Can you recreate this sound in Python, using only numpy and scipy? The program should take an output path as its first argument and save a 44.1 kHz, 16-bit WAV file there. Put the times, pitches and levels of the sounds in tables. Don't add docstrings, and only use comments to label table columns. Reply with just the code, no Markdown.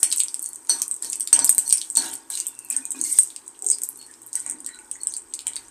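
import sys
import numpy as np
from scipy import signal
from scipy.fft import rfft, irfft, next_fast_len
from scipy.io import wavfile

SR = 44100
rng = np.random.default_rng(int(sys.argv[2]) if len(sys.argv) > 2 else 0)


def transcribe(signal):
    frames = np.atleast_2d(signal).T
    limited = np.clip(frames, -1, 1)
    pcm = np.round(limited * 32767).astype(np.int16)
    wavfile.write(sys.argv[1], SR, pcm)


def to_linear_factor(level_db):
    exponent = np.asarray(level_db, float) / 20
    return 10 ** exponent


N = 251610

# (t/s, peak level/dB, low part level/dB, top part level/dB)
CRACKS = [(.0303, 4, -2, -6.5), (0.1247, -10, -12.5, -19), (0.1744, -12, -38, -27), (0.182, -15, -14, -30),
          (0.235, -8.5, -50, -23), (0.3431, -12.5, -18, -23), (0.6953, -5.5, -14, -15.5),
          (0.8186, -9.5, -8.5, -12), (1.0239, -14, -29, -26), (1.329, 5, 2, -7), (1.391, -5, -9, -27),
          (1.4447, 2, -10.5, -5), (1.4929, 4.5, -10.5, -3.5), (1.5811, 1.5, -4.5, -2),
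          (1.6985, -16, -14, -26), (1.7255, 5, -0.5, -6.5), (1.953, -10.5, -41, -26),
          (1.9705, 3.5, -5.5, -10), (2.7018, -8, -26.5, -16), (2.7649, -7, -45, -29),
          (3.0132, -9.5, -42, -23), (3.039, -8, -30, -36), (3.1869, 5, -14.5, -9.5), (3.6644, -8, -41, -30),
          (3.6687, -10, -43, -32), (3.701, -2, -48, -27), (3.7145, -5.5, -17.5, -31),
          (3.8348, -10.5, -45, -15), (4.3539, -11.5, -17.5, -21), (5.0707, -6.5, -17.5, -27)]
# (t/s, peak level/dB, low part level/dB, low part f/Hz)
TICKS = [(0.1156, -20, -15.5, 4260), (0.2021, -7.5, -15, 3900), (0.2832, -22, -23, 4600),
         (0.799, -23, -26, 5900), (1.0462, -18, -21.5, 5700), (1.1304, -14.5, -13.5, 6060),
         (1.207, -11.5, -21.5, 4870), (1.274, -13, -22, 4300), (1.477, -39, -17.5, 5230),
         (1.7074, -11.5, -19.5, 4360), (1.772, -28, -25, 5500), (1.801, -41, -38, 4970),
         (1.815, -17.5, -16.5, 4380), (1.96, -19, -21.5, 3970), (2.3529, -15, -23, 4330),
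         (2.374, -31, -16, 5400), (2.4014, -23, -10, 5650), (2.59, -24.5, -30.5, 5960),
         (3.178, -31, -20, 4920), (3.3027, -31, -35.5, 3300), (3.3623, -21.5, -20.5, 5460),
         (4.3301, -38, -18.5, 6600), (4.6628, -16, -24.5, 5430), (4.9134, -18.5, -22, 7500),
         (5.1227, -24, -44, 4050), (5.1385, -18.5, -25.5, 4440), (5.338, -39, -15.5, 6100),
         (5.3911, -21, -24, 3900), (5.4687, -10.5, -19.5, 3100), (5.565, -20.5, -20, 4300)]
# (t/s, peak level/dB, low part level/dB, low part f/Hz)
TUMBLES = [(.6492, -33.5, -53, 2220), (2.1337, -23, -26, 4470), (2.461, -29, -39, 3040),
           (4.0271, -33, -42, 3900), (4.1123, -31.5, -48, 1820), (4.139, -34, -38, 4700),
           (4.4633, -15.5, -42, 2300), (4.491, -25, -39.5, 2030), (4.646, -26, -48, 3600),
           (4.6893, -23.5, -32, 2430), (4.789, -29, -42, 2500), (4.9547, -32, -38.5, 1760),
           (5.2192, -31, -57, 2180), (0.671, -27.5, -41, 5030), (1.86, -38, -38, 5500),
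           (4.228, -44, -50, 6000), (4.846, -37, -47, 5900), (5.534, -25, -33, 3730),
           (5.6832, -34, -40, 6600)]
# (t/s, peak level/dB, low part level/dB, low part f/Hz)
MORE_TICKS = [(0.12, -19, -22, 4500), (0.1261, -8, -16.5, 3950), (.2046, -10, -22, 3370),
              (1.0922, -33, -34, 5000), (1.7805, -20, -18, 5270), (2.0224, -20, -25, 4500),
              (2.7235, -20, -33, 4800), (2.9567, -33, -45, 4500), (3.5491, -57, -48, 3000),
              (3.845, -26, -39, 4630), (4.014, -30.5, -41, 3480), (4.0647, -31, -44, 5000),
              (4.3375, -27, -44, 4200), (4.7456, -34, -42, 4000), (5.3251, -43, -48, 3000),
              (5.4057, -29, -38, 5000), (5.417, -32, -41, 4500), (3.785, -40, -34, 5100),
              (.7868, -32, -29, 5000), (2.3215, -30, -34, 4000)]
# (t/s, peak level/dB, top part level/dB)
SPITS = [(0.1615, -18, -13.5), (0.1943, -21, -17), (.4205, -44, -24), (0.4265, -20, -25), (.489, -26, -24),
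         (0.88, -17.5, -20), (0.9416, -17.5, -28), (1.1, -12.5, -24), (1.1226, -19, -25),
         (1.1983, -20, -16), (1.548, -37, -14), (1.692, -14, -18), (1.9012, -14.5, -34), (2.0591, -26, -25),
         (2.089, -33, -26), (2.1382, -20, -19.5), (2.3017, -18, -18), (2.389, -23, -27),
         (2.4674, -14, -17.5), (2.483, -26, -19), (2.648, -32, -28), (3.233, -13.5, -20),
         (3.6868, -12, -31), (3.748, -17, -32), (3.848, -48, -33), (3.8888, -65, -12.5), (3.9734, -36, -31),
         (4.2186, -32.5, -38), (4.264, -42, -26.5), (5.345, -23, -27), (4.5106, -15.5, -34),
         (5.0334, -15.5, -30), (2.153, -21.5, -35), (1.7726, -20, -19), (2.5897, -26, -31),
         (4.5215, -21, -48), (4.536, -27, -46), (4.476, -23, -55), (5.0947, -25, -46), (1.2167, -18, -40),
         (2.1588, -25, -43), (3.2737, -23.5, -43)]
# (t/s, peak level/dB, top part level/dB)
STRAYS = [(0.0028, -23, -41), (0.079, -28, -40), (0.1701, -17, -31), (0.1982, -11, -23), (0.3068, -31, -49),
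          (0.4542, -25, -40), (0.5465, -30, -39), (0.6311, -39, -52), (0.8284, -22, -36),
          (0.8621, -29, -48), (1.0847, -28, -48), (1.228, -18, -39), (1.253, -24, -38), (1.451, -10, -16),
          (1.465, -13, -27), (1.5283, -16, -28), (1.91, -27, -41), (1.9222, -26, -37), (1.9297, -27, -34),
          (2.114, -21, -37), (2.1296, -22, -31), (2.1691, -27, -52), (2.6612, -33, -51), (2.687, -32, -44),
          (2.7094, -14, -29), (2.7277, -14, -47), (2.8612, -29, -56), (2.991, -22, -50), (3.0502, -18, -38),
          (3.4635, -31, -57), (3.4683, -34, -62), (3.7282, -18, -45), (3.841, -23, -38), (3.9305, -35, -50),
          (3.9584, -28.5, -49), (3.9903, -31, -40), (4.2317, -30, -43), (4.2705, -27, -50),
          (4.2865, -36, -59), (4.2938, -38, -58), (4.365, -20, -37), (4.3958, -21, -46), (4.448, -36, -48),
          (4.5856, -34, -67), (4.6732, -25, -51), (4.7573, -33, -64), (4.799, -32, -47), (4.8109, -36, -59),
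          (4.8179, -38, -62), (4.9655, -31, -57), (4.9887, -41, -62), (5.1734, -19, -54),
          (5.1812, -20, -48), (5.2991, -40, -61), (5.3519, -20, -40), (5.4766, -18, -38), (5.48, -14, -41),
          (5.4873, -23, -46)]
# (t/s, peak level/dB)
MUFFLED = [(0.1024, -21), (.3934, -21), (.442, -20), (.46, -16.5), (.5319, -25), (0.5583, -23.5),
           (0.9123, -13.5), (0.964, -28), (1.1564, -18.5), (1.6783, -16), (2.551, -34), (2.8535, -17),
           (2.9061, -16), (2.918, -15), (3.479, -24.5), (3.591, -31.5), (3.6224, -20), (3.6443, -22),
           (3.711, -15), (3.785, -25.5), (3.8184, -18.5), (4.402, -20.5), (4.4981, -16), (4.604, -26),
           (5.015, -29), (5.166, -17), (5.5579, -17.5)]
# (t/s, peak level/dB)
THUMPS = [
    (.0305, -42.5),
    (.6956, -52),
    (1.3291, -40.5),
    (1.4449, -42),
    (1.4931, -39),
    (1.5813, -34),
    (1.7257, -41.5),
    (1.9708, -37.5),
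    (3.1873, -38.5),
]
# (t/s, sizzle level/dB)
HEAT = [(0, -29.5), (.6, -42.5), (1.2, -42), (1.7, -27.5), (2.2, -49.5), (2.9, -43), (3.5, -49),
        (3.9, -40.5), (4.4, -51), (4.9, -45.5), (5.71, -50)]
# (t/s, hold/s, stirred-up fizz level/dB, pressure on steel level/dB)
STROKES = [(0.001, 0.1, -47, -51.5), (0.688, 0.021, -20.5, -38), (1.02, 0.031, -28, -46),
           (1.326, 0.079, -36, -33.5), (1.52, 0.16, -50, -51.5), (1.717, 0.065, -35, -79),
           (1.967, 0.096, -26.5, -36), (2.298, 0.087, -27, -56.5), (2.697, 0.058, -33, -50.5),
           (2.954, 0.051, -38.5, -52), (3.043, 0.17, -22.5, -65), (3.637, 0.059, -36, -82),
           (4.346, .05, -33, -66), (4.456, 0.037, -64, -52.5), (5.044, 0.044, -66, -60),
           (5.454, 0.17, -47.5, -60)]
# (f/Hz, level/dB)
SIZZLE = [(4000, -12), (6000, -.5), (8500, 0), (11000, -1.5), (15500, -11.5)]
# (f/Hz, level/dB)
RATTLE = [(1500, 1), (2500, 5), (4000, 13), (6500, 10), (10000, -19), (15000, -15)]
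# (t/s, first mode level/dB, upper modes level/dB, ring t60/s, contact/ms)
CLINKS = [
    (0.0264, -37, -46, 0.36, 4.6),
    (0.6947, -18.5, -23, 0.2, 3.3),
    (1.046, -47, -51, 0.7, 2.2),
    (1.3313, -20, -31, 0.057, 0.9),
    (1.4164, -28, -31, 0.15, 4.8),
    (1.6598, -36, -41, 0.18, 2.8),
    (1.724, -25, -42, 0.056, 1.8),
    (1.958, -31, -27.5, 0.16, 15),
    (1.975, -22, -30, 0.19, 1.2),
    (5.004, -40.5, -60, 0.17, 3.3),
]
# (f/Hz, level/dB)
SPOON_FIRST = [(4370, -2), (4376, -32)]
# (f/Hz, level/dB)
SPOON_UPPER = [(6057, 4), (5835, -6), (8288, -6), (8600, -12)]
# (t/s, length/s, f/Hz, width/Hz, level/dB)
RUBS = [(0.414, .12, 4440, 110, -56), (2.62, 0.067, 4280, 37, -69), (2.7, 0.14, 1770, 320, -54.5),
        (2.98, 0.17, 4360, 60, -49), (3.001, 0.22, 2120, 220, -55.5), (2.715, .13, 274, 35, -51),
        (2.936, 0.12, 289, 69, -45.5), (1.041, 0.047, 400, 200, -49.5), (3.606, 0.12, 396, 57, -50),
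        (3.602, 0.076, 777, 76, -54), (3.697, 0.051, 2300, 92, -67), (3.977, 0.11, 4364, 15, -47),
        (4.076, 0.045, 1820, 100, -58), (4.345, 0.078, 1980, 160, -53), (4.458, 0.22, 280, 57, -51.5),
        (4.66, 0.098, 1870, 120, -53), (4.7, 0.1, 4010, 160, -54.5), (2.99, 0.15, 6440, 350, -45),
        (3.04, .12, 11700, 600, -48), (3.09, .07, 13000, 500, -48), (3.108, 0.035, 8800, 1800, -35.5),
        (2.3, 0.092, 4020, 250, -44.5), (2.42, .15, 3520, 100, -63), (2.7, 0.052, 2500, 130, -47.5),
        (2.81, 0.066, 2450, 60, -53.5), (2.94, 0.042, 2500, 71, -53), (4.345, 0.064, 1500, 92, -55),
        (4.44, .06, 2300, 150, -56.5), (4.62, 0.31, 1480, 60, -60), (4.75, 0.15, 870, 47, -58.5),
        (4.67, 0.062, 4370, 33, -59), (.72, 0.2, 1136, 120, -58.5), (1.33, .07, 3100, 300, -41),
        (3.7, 0.089, 4970, 440, -43.5), (3.06, .1, 4950, 200, -53), (5.29, 0.045, 8100, 60, -60),
        (4.4, 0.21, 2000, 280, -59.5), (2.3, 0.18, 6040, 850, -53.5), (5.07, .12, 6400, 630, -51.5),
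        (4.91, 0.067, 6700, 560, -52)]
# (t/s, f/Hz, level/dB)
SQUEAL = [
    (2.3, 3010, -68),
    (2.36, 2910, -54),
    (2.45, 2770, -58),
    (2.55, 2730, -66),
    (2.65, 2640, -57),
    (2.72, 2630, -72),
]
# (t/s, peak level/dB, favoured f/Hz)
KNOCKS = [(0.028, -25, 1500), (0.695, -22, 1010), (0.818, -44, 1150), (1.024, -36, 1600),
          (1.327, -25, 2600), (1.388, -18.5, 900), (1.973, -23, 796), (2.302, -30.5, 1350),
          (2.709, -34, 1850), (2.947, -30.5, 700), (3.647, -45, 600), (4.348, -35.5, 1750),
          (4.463, -30, 800), (4.71, -42, 1850), (5.468, -40, 1500)]
# (f/Hz, level/dB, t60/s)
PAN = [(270, -2.5, 0.22), (321.6, -5, 0.3), (396, -14, 0.19), (642, -16.5, 0.058), (786, -13.5, 0.12),
       (934, 0.5, 0.035), (1119, -10, 0.066), (1500, 3, 0.013), (1640, -12.5, 0.086), (1850, 0, 0.015),
       (2300, -7.5, 0.028), (3100, -7, 0.034)]
# (f/Hz, t60/s)
KITCHEN = [(300, 0.67), (1500, 0.37), (4000, 0.13), (9000, 0.14), (15000, 0.093)]
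# (f/Hz, level/dB)
HUM = [(15, -57), (25, -7), (55, -34), (126, -56), (169, -25.5), (253, -4.5), (349, -0.5), (666, -16),
       (945, -4.5), (1200, -10.5), (3720, -29), (7100, -24), (8350, -0.5), (9810, -38.5), (15500, -19.5)]
# (t/s, level/dB)
HANDLING = [(0, -79), (4.3, -80), (5.0, -70), (5.3, -72), (5.71, -68)]

POCKET_HZ, CRACK_HZ = 6650, 5900
CRACK_S, CRACK_GROWTH_S = .00055, .0002
TICK_TOP_DB, TUMBLE_TOP_DB, SPIT_LOW_DB, MUFFLED_LOW_DB, MUFFLED_TOP_DB = -12.5, -28, -39, -5.5, -10.5
STRAY_DB, STRAY_LOW_DB = -2.5, -21
STROKE_ATTACK_S, STROKE_RELEASE_S = 0.0046, 0.041
SETTLE_S, SETTLE_DB = 0.074, -18
REST_RATTLE_DB, REST_RUMBLE_DB = -65.5, -60
RATTLE_FIZZ_SHARE, RATTLE_DB = 0.55, -6.5
SPATTER_DB = -17
SQUEAL_WIDTH_HZ = 170
KNOCK_FALL_DB_PER_OCTAVE = 4.5
THUMP_S = 0.00025
WALL_TOP_HZ = 11400
HUM_DB = -54.5
RING_HZ, RING_WIDTH_HZ, RING_DB = 120, 5.5, -72.5
STAND_FOLLOWS, STAND_LAG_S = 0.54, 0.019
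PORT_HZ, PORT_WIDTH_HZ, PORT_DB = 8400, 600, 15
CUTOFF_HZ, STEEP_TOP_HZ = 16250, 16600
CEILING = .71


def in_time(rows):
    s, *columns = np.transpose(rows)
    return [np.interp(np.arange(N) / SR, s, c) for c in columns]


def at_hz(points, hz):
    table_hz, value = np.transpose(points)
    return np.interp(np.log(hz + 1), np.log(table_hz), value)


def rms_one(x):
    return x / np.sqrt(np.mean(x ** 2) + 1e-20)


def band(x, low_hz, high_hz):
    return signal.sosfilt(signal.butter(2, [low_hz, min(high_hz, .45 * SR)], "band", fs=SR, output="sos"), x)


def low_pass(x, hz, order):
    return signal.sosfilt(signal.butter(order, hz, fs=SR, output="sos"), x)


def resonance(x, hz, width_hz):
    r = np.exp(-np.pi * width_hz / SR)
    poles = [1, -2 * r * np.cos(2 * np.pi * hz / SR), r * r]
    return signal.lfilter(np.array([1, 0, -1]) * (1 - r * r) / 2, poles, x)


def port(x):
    return x + to_linear_factor(PORT_DB) * resonance(x, PORT_HZ, PORT_WIDTH_HZ)


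def coloured(x, spectrum):
    size = next_fast_len(N)
    gain = to_linear_factor(at_hz(spectrum, np.fft.rfftfreq(size, 1 / SR)))
    return rms_one(irfft(rfft(x, size) * gain, size)[:N])


def grains(per_s, spread_db, low_hz, high_hz, cycles, count):
    sizes = to_linear_factor(spread_db * np.minimum(rng.exponential(1, N), 4)) * rng.choice([-1, 1], N)
    clicks = sizes * (rng.random(N) < per_s / SR) + 1e-18
    dealt = rng.integers(0, count, N)
    pitches = np.geomspace(low_hz, high_hz, count)
    return rms_one(sum(resonance(clicks * (dealt == k), hz, hz / cycles) for k, hz in enumerate(pitches)))


def add(out, s, sound):
    i = int(s * SR)
    out[i:i + len(sound)] += sound[:N - i]


def bursts():
    rows = [(s, db, low_db, CRACK_HZ, top_db) for s, db, low_db, top_db in CRACKS]
    rows += [(s, db, low_db, hz, max(db, low_db) + TICK_TOP_DB) for s, db, low_db, hz in TICKS]
    rows += [(s, db, low_db, hz, db + TUMBLE_TOP_DB) for s, db, low_db, hz in TUMBLES]
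    rows += [(s, db, max(db, top_db) + SPIT_LOW_DB, POCKET_HZ, top_db) for s, db, top_db in SPITS]
    rows += [(s, db, low_db, hz, max(db, low_db) + TICK_TOP_DB) for s, db, low_db, hz in MORE_TICKS]
    rows += [(s - .0003, db + STRAY_DB, db + STRAY_LOW_DB, POCKET_HZ, top_db) for s, db, top_db in STRAYS]
    return rows + [(s, db, db + MUFFLED_LOW_DB, POCKET_HZ, db + MUFFLED_TOP_DB) for s, db in MUFFLED]


def pops():
    out, t, rows = np.zeros((3, N)), np.arange(400) / SR, bursts()
    noise, luck = rng.standard_normal((len(rows), len(t))), rng.random((len(rows), 2))
    for k, (s, peak_db, low_db, low_hz, top_db) in enumerate(rows):
        crack = noise[k] * np.exp(-t / (CRACK_S + CRACK_GROWTH_S * to_linear_factor(peak_db)))
        echo_s = .001 + .002 * luck[k, 1]
        crack = crack + .6 * luck[k, 0] * np.roll(crack, int(echo_s * SR))
        body = resonance(resonance(crack, low_hz, 0.44 * low_hz), low_hz, 0.44 * low_hz)
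        low = 0.15 * band(crack, 2760, 9070) + body
        middle = band(band(crack, 6700, 9600), 5200, 10200)
        top = band(band(crack, 10000, 15000), 9000, 17000)
        parts = [(low, low_db + 4.0), (middle, peak_db + 2.5), (top, top_db + 4.0)]
        add(out[k % 3], s, sum(to_linear_factor(db) * p / np.abs(port(p)).max() for p, db in parts))
    return band(out, 220, 12640)


def thumps():
    out, t = np.zeros(N), np.arange(200) / SR
    for s, peak_db in THUMPS:
        add(out, s, to_linear_factor(peak_db + 8) * t / THUMP_S * np.exp(1 - t / THUMP_S))
    return out


def stirring():
    t = np.arange(N) / SR
    sizzle, rattle, rumble = to_linear_factor(in_time(HEAT)[0]), to_linear_factor(REST_RATTLE_DB), to_linear_factor(REST_RUMBLE_DB)
    for s, hold, fizz_db, press_db in STROKES:
        rise = np.clip((t - s) / STROKE_ATTACK_S, 0, 1)
        after = np.maximum(t - s - hold, 0)
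        stroke = rise * np.exp(-after / STROKE_RELEASE_S)
        settling = to_linear_factor(SETTLE_DB) * rise * np.exp(-after / SETTLE_S)
        nuts_db = RATTLE_FIZZ_SHARE * fizz_db + (1 - RATTLE_FIZZ_SHARE) * press_db + RATTLE_DB
        sizzle = sizzle + to_linear_factor(fizz_db) * (stroke + settling)
        rattle = rattle + to_linear_factor(nuts_db) * stroke
        rumble = rumble + to_linear_factor(press_db) * stroke
    return 20 * np.log10([sizzle, rattle, rumble])


def frying(sizzle_db, rattle_db):
    sizzle = coloured(grains(6000, 2.7, 4400, 16700, cycles=5.8, count=12), SIZZLE)
    rattle = coloured(grains(2500, 5.0, 1320, 6770, cycles=36.0, count=16), RATTLE)
    spatter = coloured(grains(160, 4.9, 5200, 17700, cycles=2.3, count=6), SIZZLE)
    return to_linear_factor(sizzle_db - 17.0) * (sizzle + to_linear_factor(SPATTER_DB) * spatter) + to_linear_factor(rattle_db - 3.0) * rattle


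def spoon():
    out, t = np.zeros(N), np.arange(int(.4 * SR)) / SR
    phases = 2 * np.pi * rng.random((len(CLINKS), 6))
    for (s, first_db, upper_db, t60, contact_ms), phase in zip(CLINKS, phases):
        modes = [(hz, db + first_db + 4.5) for hz, db in SPOON_FIRST]
        modes += [(hz, db + upper_db) for hz, db in SPOON_UPPER]
        ring = sum(to_linear_factor(db) * np.sin(2 * np.pi * hz * t + p) for (hz, db), p in zip(modes, phase))
        swell = 1 - np.exp(-t * 1000 / max(contact_ms, .1))
        add(out, s, ring * swell * to_linear_factor(-60 * t / max(t60, .03)))
    return out


def rubs():
    out, friction = np.zeros(N), rng.standard_normal((len(RUBS), SR // 2))
    for (s, length, hz, width_hz, level_db), white in zip(RUBS, friction):
        sung = rms_one(resonance(resonance(white, hz, width_hz), hz, 2 * width_hz))[:int(length * SR)]
        swell = np.sqrt(np.hanning(len(sung))) * np.linspace(1.3, .7, len(sung))
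        judder = np.clip(rms_one(band(white, 3.1, 29))[:len(sung)], -1, 2)
        add(out, s, to_linear_factor(level_db) * sung * swell * (1 + min(width_hz / 250, .6) * judder))
    return out


def squeal():
    hz, level_db = in_time(SQUEAL)
    wobble = low_pass(rng.standard_normal((2, N)), SQUEAL_WIDTH_HZ / 2, 2)
    phase, t = 2 * np.pi * np.cumsum(hz) / SR, np.arange(N) / SR
    on = (t > SQUEAL[0][0]) & (t < SQUEAL[-1][0])
    return on * to_linear_factor(level_db) * rms_one(wobble[0] * np.sin(phase) + wobble[1] * np.cos(phase))


def pan(rumble_db):
    times, peak_db, favoured_hz = np.transpose(KNOCKS)
    at = [int(s * SR) for s in times]
    strengths_db = rng.normal(0, 4.6, (len(KNOCKS), len(PAN)))
    scrape = to_linear_factor(rumble_db - 30) * rng.standard_normal(N)
    out = np.zeros(N)
    for k, (hz, level_db, t60) in enumerate(PAN):
        fall_db = KNOCK_FALL_DB_PER_OCTAVE * np.abs(np.log2(hz / favoured_hz))
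        force = scrape.copy()
        force[at] += to_linear_factor(peak_db - 11 + strengths_db[:, k] - fall_db)
        r, w = to_linear_factor(-60 / (min(t60, .18) * SR)), 2 * np.pi * hz / SR
        out += to_linear_factor(level_db) * signal.lfilter([0, np.sin(w)], [1, -2 * r * np.cos(w), r * r], force)
    return band(band(out, 268, 3400), 280, 3600)


def kitchen(x):
    t = np.arange(int(.4 * SR)) / SR
    edges = 150 * 2 ** np.arange(0, 7.1, .5)
    white = rng.standard_normal((2, len(t)))
    tail = np.zeros(len(t))
    for k, (low, high) in enumerate(zip(edges, edges[1:])):
        t60 = at_hz(KITCHEN, np.sqrt(low * high))
        tail += band(white[k % 2], low, high) * to_linear_factor(-60 * t / t60)
    tail = tail * np.clip((t - .003) / 0.00014, 0, 1)
    return signal.fftconvolve(x, tail / np.sqrt(np.sum(tail ** 2)))[:N]


def stand(rumble_db):
    lag = np.exp(-1 / (STAND_LAG_S * SR))
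    shaken_db = signal.lfilter([(1 - lag) ** 2], [1, -2 * lag, lag * lag], rumble_db - REST_RUMBLE_DB)
    drone = rms_one(resonance(rng.standard_normal(N), RING_HZ, RING_WIDTH_HZ))
    return to_linear_factor(RING_DB - 3.0 + STAND_FOLLOWS * shaken_db) * drone


def burner_hum():
    hum = to_linear_factor(HUM_DB) * coloured(rng.standard_normal(N), HUM)
    return band(hum, 66, 14000) - 0.97 * resonance(hum, 100, 34)


def handling():
    return to_linear_factor(in_time(HANDLING)[0]) * rms_one(band(rng.standard_normal(N), 25, 70))


def scene():
    sizzle_db, rattle_db, rumble_db = stirring()
    spots = pops()
    metal = spoon() + rubs() + squeal() + pan(rumble_db)
    fry = frying(sizzle_db, rattle_db)
    room = sum(kitchen(to_linear_factor(-3.5) * spot) for spot in spots) + kitchen(to_linear_factor(-11) * metal + to_linear_factor(-7) * fry)
    room = low_pass(room, WALL_TOP_HZ, 1)
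    near = port(spots.sum(axis=0) + metal + room + fry)
    return (near + burner_hum() + stand(rumble_db) + handling() + thumps())[None]


def top_cut(x):
    return signal.sosfilt(signal.butter(12, 16620, fs=SR, output="sos"), x)


def record(dry):
    cut = signal.sosfilt(signal.cheby2(10, 50, CUTOFF_HZ, fs=SR, output="sos"), dry)
    rounded = cut / (1 + (cut / CEILING) ** 4) ** .25
    rounded = cut + band(rounded - cut, 900, 18000)
    mix = signal.sosfilt(signal.cheby2(12, 70, STEEP_TOP_HZ, fs=SR, output="sos"), rounded)
    return top_cut(mix)


dry = scene()
out = record(dry)
transcribe(out)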